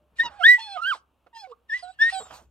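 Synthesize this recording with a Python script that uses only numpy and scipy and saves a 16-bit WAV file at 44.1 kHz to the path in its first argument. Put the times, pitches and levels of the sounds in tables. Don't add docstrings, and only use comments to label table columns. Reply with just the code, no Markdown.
import sys
import numpy as np
from scipy import signal
from scipy.fft import rfft, irfft, next_fast_len
from scipy.io import wavfile
from scipy.ndimage import uniform_filter1d, minimum_filter1d, map_coordinates

SR = 44100
rng = np.random.default_rng(int(sys.argv[2]) if len(sys.argv) > 2 else 0)


def to_wav(s):
    ch = np.atleast_2d(s).T
    pcm = np.round(np.clip(ch, -1, 1) * 32767)
    wavfile.write(sys.argv[1], SR, pcm.astype(np.int16))


def linear_from_db(decibels):
    return 10 ** (np.asarray(decibels, float) / 20)


N = 110250
T = np.arange(N) / SR
SHIMMER_DB, FLUTTER_DB = 0.5, 2.5
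SMEAR_RAD = 0.08
AIR_FOLLOWS = 0.77


def unit(x):
    return x / np.sqrt(np.mean(x ** 2) + 1e-20)


def along(points, hz):
    f, v = np.transpose(points)
    return np.interp(np.log(hz + 1), np.log(f + 1), v)


def wobble(rate_hz):
    return map_coordinates(rng.standard_normal(int(N * 400 / SR) + 4), [T * rate_hz])


def filtered(x, response):
    m = next_fast_len(N + SR // 2)
    return irfft(rfft(x, m) * response(np.fft.rfftfreq(m, 1 / SR)), m)[..., :N]


def peak(f, hz, width_hz):
    return 1j * f * width_hz / (hz * hz - f * f + 1j * f * width_hz)


def track(rows):
    t_s, *cols = np.transpose(rows)
    gate = np.clip(np.minimum(T - t_s[0], t_s[-1] - T) / 0.004, 0, 1)
    return gate, [uniform_filter1d(np.interp(T, t_s, c), size=221) for c in cols]


def phase(hz):
    jitter = 0.003
    return 2 * np.pi * np.cumsum(hz * (1 + jitter * wobble(150))) / SR


def tone(angle, db, shimmer_db):
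    return np.sqrt(2) * linear_from_db(db + shimmer_db * wobble(70)) * np.sin(angle)


def stack(hz, angle, db, start_db, fall_db, count, order):
    # f/Hz, gain/dB
    mouth = [(1500, -4.5), (2200, 0.5), (3200, 6), (5300, -4), (6600, -13.5), (8000, -1), (9900, -16.5),
             (11800, 1)]
    out = np.zeros(N)
    for k in range(order, count):
        smeared = k * angle + SMEAR_RAD * k * wobble(350)
        k_db = db + start_db + fall_db * (k - order) + along(mouth, k * hz) + FLUTTER_DB * wobble(320)
        out += tone(smeared, k_db, shimmer_db=3.5) * (k * hz < SR / 2)
    return out


def swell(start_s, rise_s, fall_s):
    u = T - start_s
    return np.clip(u / rise_s, 0, 1) ** 2 * np.exp(-3 * (np.clip(u - rise_s, 0, None) / fall_s) ** 1.5)


def background():
    # t/s, level/dB
    hum_rows = [(0, -77.5), (.3, -61), (.6, -72.5), (1.5, -77.5), (2.3, -63)]
    # f/Hz, gain/dB
    floor_curve = [(100, -19), (234, -11), (600, -11.5), (1200, -13.5), (2000, -29.5), (2700, -20.5),
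                   (5000, -36.5), (15600, -36.5)]
    # f/Hz, start/s, length/s, level/dB
    far_rows = [(600, 0, 0.17, -70.5)]
    hum_hz, hum_width_hz, floor_db = 66.6, 110, -74.5
    a, b = rng.standard_normal((2, N))
    pair = np.array([a + 0.5 * b, a - 0.45 * b])
    hum_db, = track(hum_rows)[1]
    hum_angle = 2 * np.pi * np.cumsum(hum_hz + 2 * wobble(15)) / SR
    hum = tone(hum_angle, hum_db + 0.72 * wobble(8), 0)
    rumble = unit(filtered(pair, lambda f: peak(f, hum_hz, hum_width_hz) ** 2))
    hum = hum + linear_from_db(hum_db - 4) * rumble
    noise = rng.standard_normal((2, N)) + 2.4 * rng.standard_normal(N)
    hiss = unit(filtered(noise, lambda f: linear_from_db(along(floor_curve, f)) * (f > 100)))
    far = sum(tone(phase(hz + 0 * T), db, 1.38) * swell(s - 0.03, 0.04, length_s)
              for hz, s, length_s, db in far_rows)
    return hum + linear_from_db(floor_db + 0.88 * wobble(7.1)) * hiss + far


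def thuds():
    # t/s, level/dB
    thud_rows = [
        (0, -70),
        (0.108, -66.5),
        (0.226, -49),
        (2.189, -56),
        (2.299, -56.5),
        (2.399, -62.5),
    ]
    push = unit(filtered(rng.standard_normal(N), lambda f: peak(f, 170, 460) ** 2))
    return push * sum(linear_from_db(db) * swell(s, 0.0175, 0.07) for s, db in thud_rows)


def patchy(x):
    streak_db = 4
    z = signal.stft(x, nperseg=256)[2]
    field = uniform_filter1d(rng.standard_normal(z.shape[1:]), size=2, axis=0)
    field = uniform_filter1d(field, size=14, axis=1)
    return signal.istft(z * linear_from_db(streak_db * unit(field)), nperseg=256)[1][:, :N]


def breath(level):
    # f/Hz, gain/dB
    air_curve = [(300, -35), (1100, -5), (2100, -8.5), (2850, 2.5), (5300, -6), (6300, -13.5), (8200, -13),
                 (15800, -47.5)]
    # f/Hz, gain/dB
    nostril_curve = [(2000, -35), (4500, -8.5), (6500, 3.5), (8300, 1.5), (10000, -18), (12500, -5),
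                     (15500, -16)]
    # start/s, rise/s, fall/s, level/dB
    puff_rows = [
        (0.288, 0.012, 0.2, -63.5),
        (0.562, 0.033, 0.088, -46.5),
        (0.903, 0.036, 0.067, -46),
        (0.149, 0.021, 0.076, -57.5),
        (1.72, 0.064, 0.074, -52),
        (1.9, .03, .08, -68.5),
        (2.051, 0.051, 0.064, -41.5),
        (2.14, 0.11, 0.071, -61),
        (2.239, 0.099, 0.1, -50.5),
    ]
    # start/s, rise/s, fall/s, level/dB
    sniff_rows = [
        (.18, .05, .1, -68),
        (1.33, .05, .1, -62),
        (2.1, .06, .2, -59),
        (2.27, .08, .12, -56.5),
    ]
    air_db, apart = -32.5, 0.5

    def noise():
        mixed = rng.standard_normal(N) + apart * rng.standard_normal((2, N))
        return patchy(mixed) * linear_from_db(0.9 * wobble(200))

    air = unit(filtered(noise(), lambda f: linear_from_db(along(air_curve, f))))
    hiss = unit(filtered(noise(), lambda f: linear_from_db(along(nostril_curve, f))))
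    bright = unit(air + 0.32 * np.gradient(air, axis=1))
    puffs = bright * sum(linear_from_db(db) * swell(s, r, f) for s, r, f, db in puff_rows)
    sniffs = hiss * sum(linear_from_db(db) * swell(s, r, f) for s, r, f, db in sniff_rows)
    return air * linear_from_db(air_db) * level + puffs + sniffs


def yips():
    # t/s, f/Hz, level/dB, octave/dB, twelfth/dB
    yip_a = [(0.184, 1905, -42, -83.5, -93), (0.2, 1805, -14, -29.5, -51.5), (0.24, 1940, -30.5, -57, -77)]
    yip_b = [(.407, 1400, -45.5, -51.5, -75.5), (.426, 1330, -28, -45, -71), (.434, 1450, -29, -32, -61.5),
             (.441, 1630, -12.5, -20.5, -57), (.45, 1720, -14, -20.5, -59.5), (.459, 1779, -8, -18.5, -51),
             (.469, 1860, -7, -25, -48.5), (.477, 1895, -14, -30.5, -50),
             (.483, 1927, -8, -22.5, -48), (.495, 1936, -6, -24.5, -43.5),
                  (.515, 1973, -10.5, -33, -48), (.532, 1982, -15, -42.5, -52),
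                  (.55, 1937, -14.5, -58.5, -56), (.565, 1967, -25, -68.5, -67.5),
                  (.581, 1950, -38.5, -74, -76), (.585, 1900, -45.5, -83, -74)]
    yip_c_lead = [(0.753, 1500, -52, -81, -67), (0.779, 1227, -33.5, -73, -76),
                  (.802, 1243, -33.5, -72, -72), (0.81, 1363, -38.5, -75, -75)]
    yip_c = [(0.811, 1311, -50, -69.5, -74), (.822, 1370, -28.5, -67.5, -57),
             (0.846, 1398, -31, -29, -54.5), (0.883, 1609, -22, -33.5, -53),
             (.908, 1571, -27, -26.5, -50.5), (.926, 1233, -24.5, -45, -58),
             (0.946, 964, -34.5, -52, -65.5)]
    yip_d = [(1.689, 1877, -61.5, -77, -80.5), (1.699, 1800, -31, -57, -61),
             (1.711, 1691, -35.5, -49.5, -53.5), (1.727, 1790, -23.5, -56.5, -57.5),
             (1.744, 1938, -23, -60, -53.5), (1.77, 2016, -33, -52.5, -65.5),
             (1.785, 1986, -49, -64.5, -74), (1.812, 1996, -47.5, -70.5, -85)]
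    yip_e = [(1.987, 1639, -40.5, -55, -83.5), (2.019, 1787, -12.5, -33.5, -34.5),
             (2.104, 1903, -25.5, -49.5, -70.5)]
    upper_steps = [-45.5, -40, -48, -38.5, -49, -45]
    # t/s, f/Hz, level/dB
    chirp_rows = [(1.515, 950, -55), (1.53, 1170, -44.5), (1.545, 1230, -67), (1.565, 1150, -80)]
    calls = (yip_a, yip_b, yip_c_lead, yip_c, yip_d, yip_e)
    out, level = np.zeros(N), np.zeros(N)
    for rows, upper_db in zip(calls, upper_steps):
        gate, (hz, db, octave_db, twelfth_db) = track(rows)
        a = phase(hz)
        call = tone(a, db, SHIMMER_DB)
        call += tone(2 * a, octave_db + 1.5 * wobble(250), 1.5)
        call += tone(3 * a + 3 * SMEAR_RAD * wobble(380), twelfth_db + FLUTTER_DB * wobble(260), 2)
        call += stack(hz, a, 0.7 * db, upper_db, fall_db=-3, count=9, order=4)
        out += gate * call
        level += uniform_filter1d(gate * linear_from_db(db * AIR_FOLLOWS), size=1103)
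    gate, (hz, db) = track(chirp_rows)
    return out + gate * tone(phase(hz) + 0.93 * wobble(300), db, 2), level


def whines():
    # t/s, f/Hz, level/dB
    early = [
        [(.232, 967, -35), (.245, 973.5, -37), (.262, 945.3, -30.5), (.278, 949, -39), (.295, 824, -56)],
        [(.31, 810, -55), (.383, 830, -55), (.41, 719.3, -31), (.435, 687, -42.5)],
        [(.573, 853, -63.5), (.587, 900, -35.5), (.64, 894, -52), (.69, 814.4, -42), (.745, 769.6, -43),
         (.771, 714, -32), (.79, 678, -61.5)],
    ]
    late = [
        [(1.328, 930, -57), (1.37, 910, -42.5), (1.41, 870, -56.5), (1.446, 754, -41), (1.476, 735, -56.5)],
        [(1.821, 690, -78), (1.83, 715, -39), (1.872, 728, -45.5), (1.907, 750, -44.5), (1.925, 750, -68.5)],
        [(2.114, 740, -81.5), (2.127, 765, -35.5), (2.165, 762, -32.5), (2.19, 758, -35), (2.205, 748, -52)],
    ]
    sighs = [
        [(1.47, 535, -50.5), (1.485, 523, -54.5), (1.52, 470.8, -41), (1.55, 422, -78)],
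        [(2.195, 600, -48.5), (2.215, 419.5, -44.5), (2.232, 474, -51)],
    ]
    falls = [-1.5, -11.5, -10.5, -9.5, -28, -16.5, -43, -15]
    out, level, fold, on = np.zeros((4, N))
    for rows, fall_db in zip(early + late + sighs, falls):
        gate, (hz, db) = track(rows)
        a = phase(hz)
        overtones = stack(hz, a, db, -10.5, fall_db, count=8, order=2)
        out += gate * (tone(a, db, SHIMMER_DB) + overtones)
        level += gate * linear_from_db(db * AIR_FOLLOWS)
        fold, on = np.where(gate > on, a, fold), np.maximum(gate, on)
    return out, level, fold, on


def rasps():
    # start/s, length/s, level/dB, throat f/Hz
    rasp_rows = [
        (0.238, 0.21, -48.5, 1390),
        (0.768, 0.056, -44.5, 1113),
        (0.943, 0.035, -40, 1065),
        (1.261, 0.027, -54, 616),
        (1.494, 0.11, -68, 1144),
        (2.199, 0.057, -42.5, 1080),
        (2.251, 0.11, -53.5, 1200),
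        (2.301, 0.027, -42, 864),
        (2.319, 0.092, -48, 1100),
        (2.374, 0.092, -56, 843),
    ]
    rate_hz, width_hz, low_hz, low_db = 400, 470, 600, -5.5
    beats = np.diff(np.floor(np.cumsum(rate_hz * linear_from_db(4.9 * wobble(300))) / SR), prepend=0)
    beats = unit(beats * linear_from_db(1.3 * rng.standard_normal(N)) + 0.06 * rng.standard_normal(N))
    out = np.zeros(N)
    for s, length_s, db, hz in rasp_rows:
        def throat(f):
            pair = peak(f, hz, width_hz) - linear_from_db(low_db) * peak(f, low_hz, width_hz)
            return pair / (1 + 1j * f / 3000) ** 2
        out += linear_from_db(db) * unit(filtered(beats, throat)) * swell(s, 0.005, length_s)
    return out


def whistles(fold, on):
    # t/s, f/Hz, level/dB
    whistle_a = [(0.589, 4080, -49.5), (0.627, 4370, -44), (0.68, 4260, -49), (0.731, 4136, -42.5),
                 (0.763, 4150, -53.5)]
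    whistle_b = [(1.347, 4050, -61.5), (1.365, 4170, -59), (1.385, 4150, -59.5), (1.41, 4230, -53.5),
                 (1.449, 4210, -72)]
    whistle_c = [(1.79, 4950, -51.5), (1.812, 4890, -56.5), (1.828, 4600, -60), (1.84, 4120, -54),
                 (1.86, 3960, -62), (1.915, 3860, -64), (1.93, 4000, -64), (1.95, 4090, -68.5)]
    whistle_d = [(2.115, 4650, -80), (2.132, 4350, -40.5), (2.148, 4050, -40), (2.17, 3914, -42.5),
                 (2.219, 3850, -56), (2.264, 3650, -66), (2.29, 3700, -85)]
    # lower sideband/dB, upper sideband/dB, octave/dB, octave gain/(dB/s)
    mix = [(1.5, -10.5, -17.5, -2), (0.5, 3.5, -13, 0), (-42.5, -10.5, -6.5, 11), (-3, -6.5, -7.5, 135.5)]
    second_db = -13
    out = np.zeros(N)
    for rows, mix_row in zip((whistle_a, whistle_b, whistle_c, whistle_d), mix):
        below_db, above_db, octave_db, gain_db_s = mix_row
        gate, (hz, db) = track(rows)
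        a = phase(hz * (1 + 0.008 * wobble(33))) + 0.28 * wobble(350)
        octave_db = octave_db + gain_db_s * np.clip(T - rows[0][0], 0, rows[-1][0] - rows[0][0])
        sides = tone(a - 2 * fold, db + below_db + second_db, 4)
        sides += tone(a + 2 * fold, db + above_db + second_db, 4)
        sides += tone(a - fold, db + below_db, 3) + tone(a + fold, db + above_db, 3)
        sides += tone(2 * a - fold, db + octave_db - 15, 4) + tone(2 * a + fold, db + octave_db - 16, 4)
        octave = tone(2 * a, db + octave_db, 2.5) * np.clip((4750 - hz) / 100, 0, 1)
        out += gate * (tone(a, db, 4) + octave + on * sides)
    return out


def room(x):
    # f/Hz, T60/s
    t60 = [(300, 0.45), (8000, 0.019)]
    hz, t, z = signal.stft(rng.standard_normal((2, SR // 2)), SR, nperseg=256)
    decay = linear_from_db(-60 * t / along(t60, hz)[:, None])
    tail = signal.istft(z * decay, SR, nperseg=256)[1]
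    late = np.pad(x, (200, 0))[None]
    return signal.fftconvolve(late, tail / np.linalg.norm(tail[0]), axes=1)[:, :N]


def scene():
    # f/Hz, first over second/dB
    pan = [(300, 2.5), (740, -13), (930, -4.5), (1450, -10), (1800, 4.5), (1970, -4.5), (3500, -2),
           (12000, 4.5)]
    lead_rad, room_db = 1.551, -28
    high, high_level = yips()
    low, low_level, fold, on = whines()
    dog = high + low + whistles(fold, on) + breath(high_level + 1.2 * low_level) + rasps()
    side = np.array([[1], [-1]])

    def to_ports(f):
        return linear_from_db(side * along(pan, f) / 2) * np.exp(0.5j * lead_rad * np.tanh(f / 2500) * side)

    return filtered(dog, to_ports) + linear_from_db(room_db) * room(dog[0]) + thuds() + background()


def band_limit(x):
    return signal.sosfilt(signal.butter(12, 15800, fs=SR, output="sos"), x)


def record(dry):
    need = np.minimum(1, 0.93 / (np.abs(dry).max(axis=0) + 1e-9))
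    gain = uniform_filter1d(minimum_filter1d(need, size=883), size=441)
    return band_limit(dry * gain)


dry = scene()
out = record(dry)
to_wav(out)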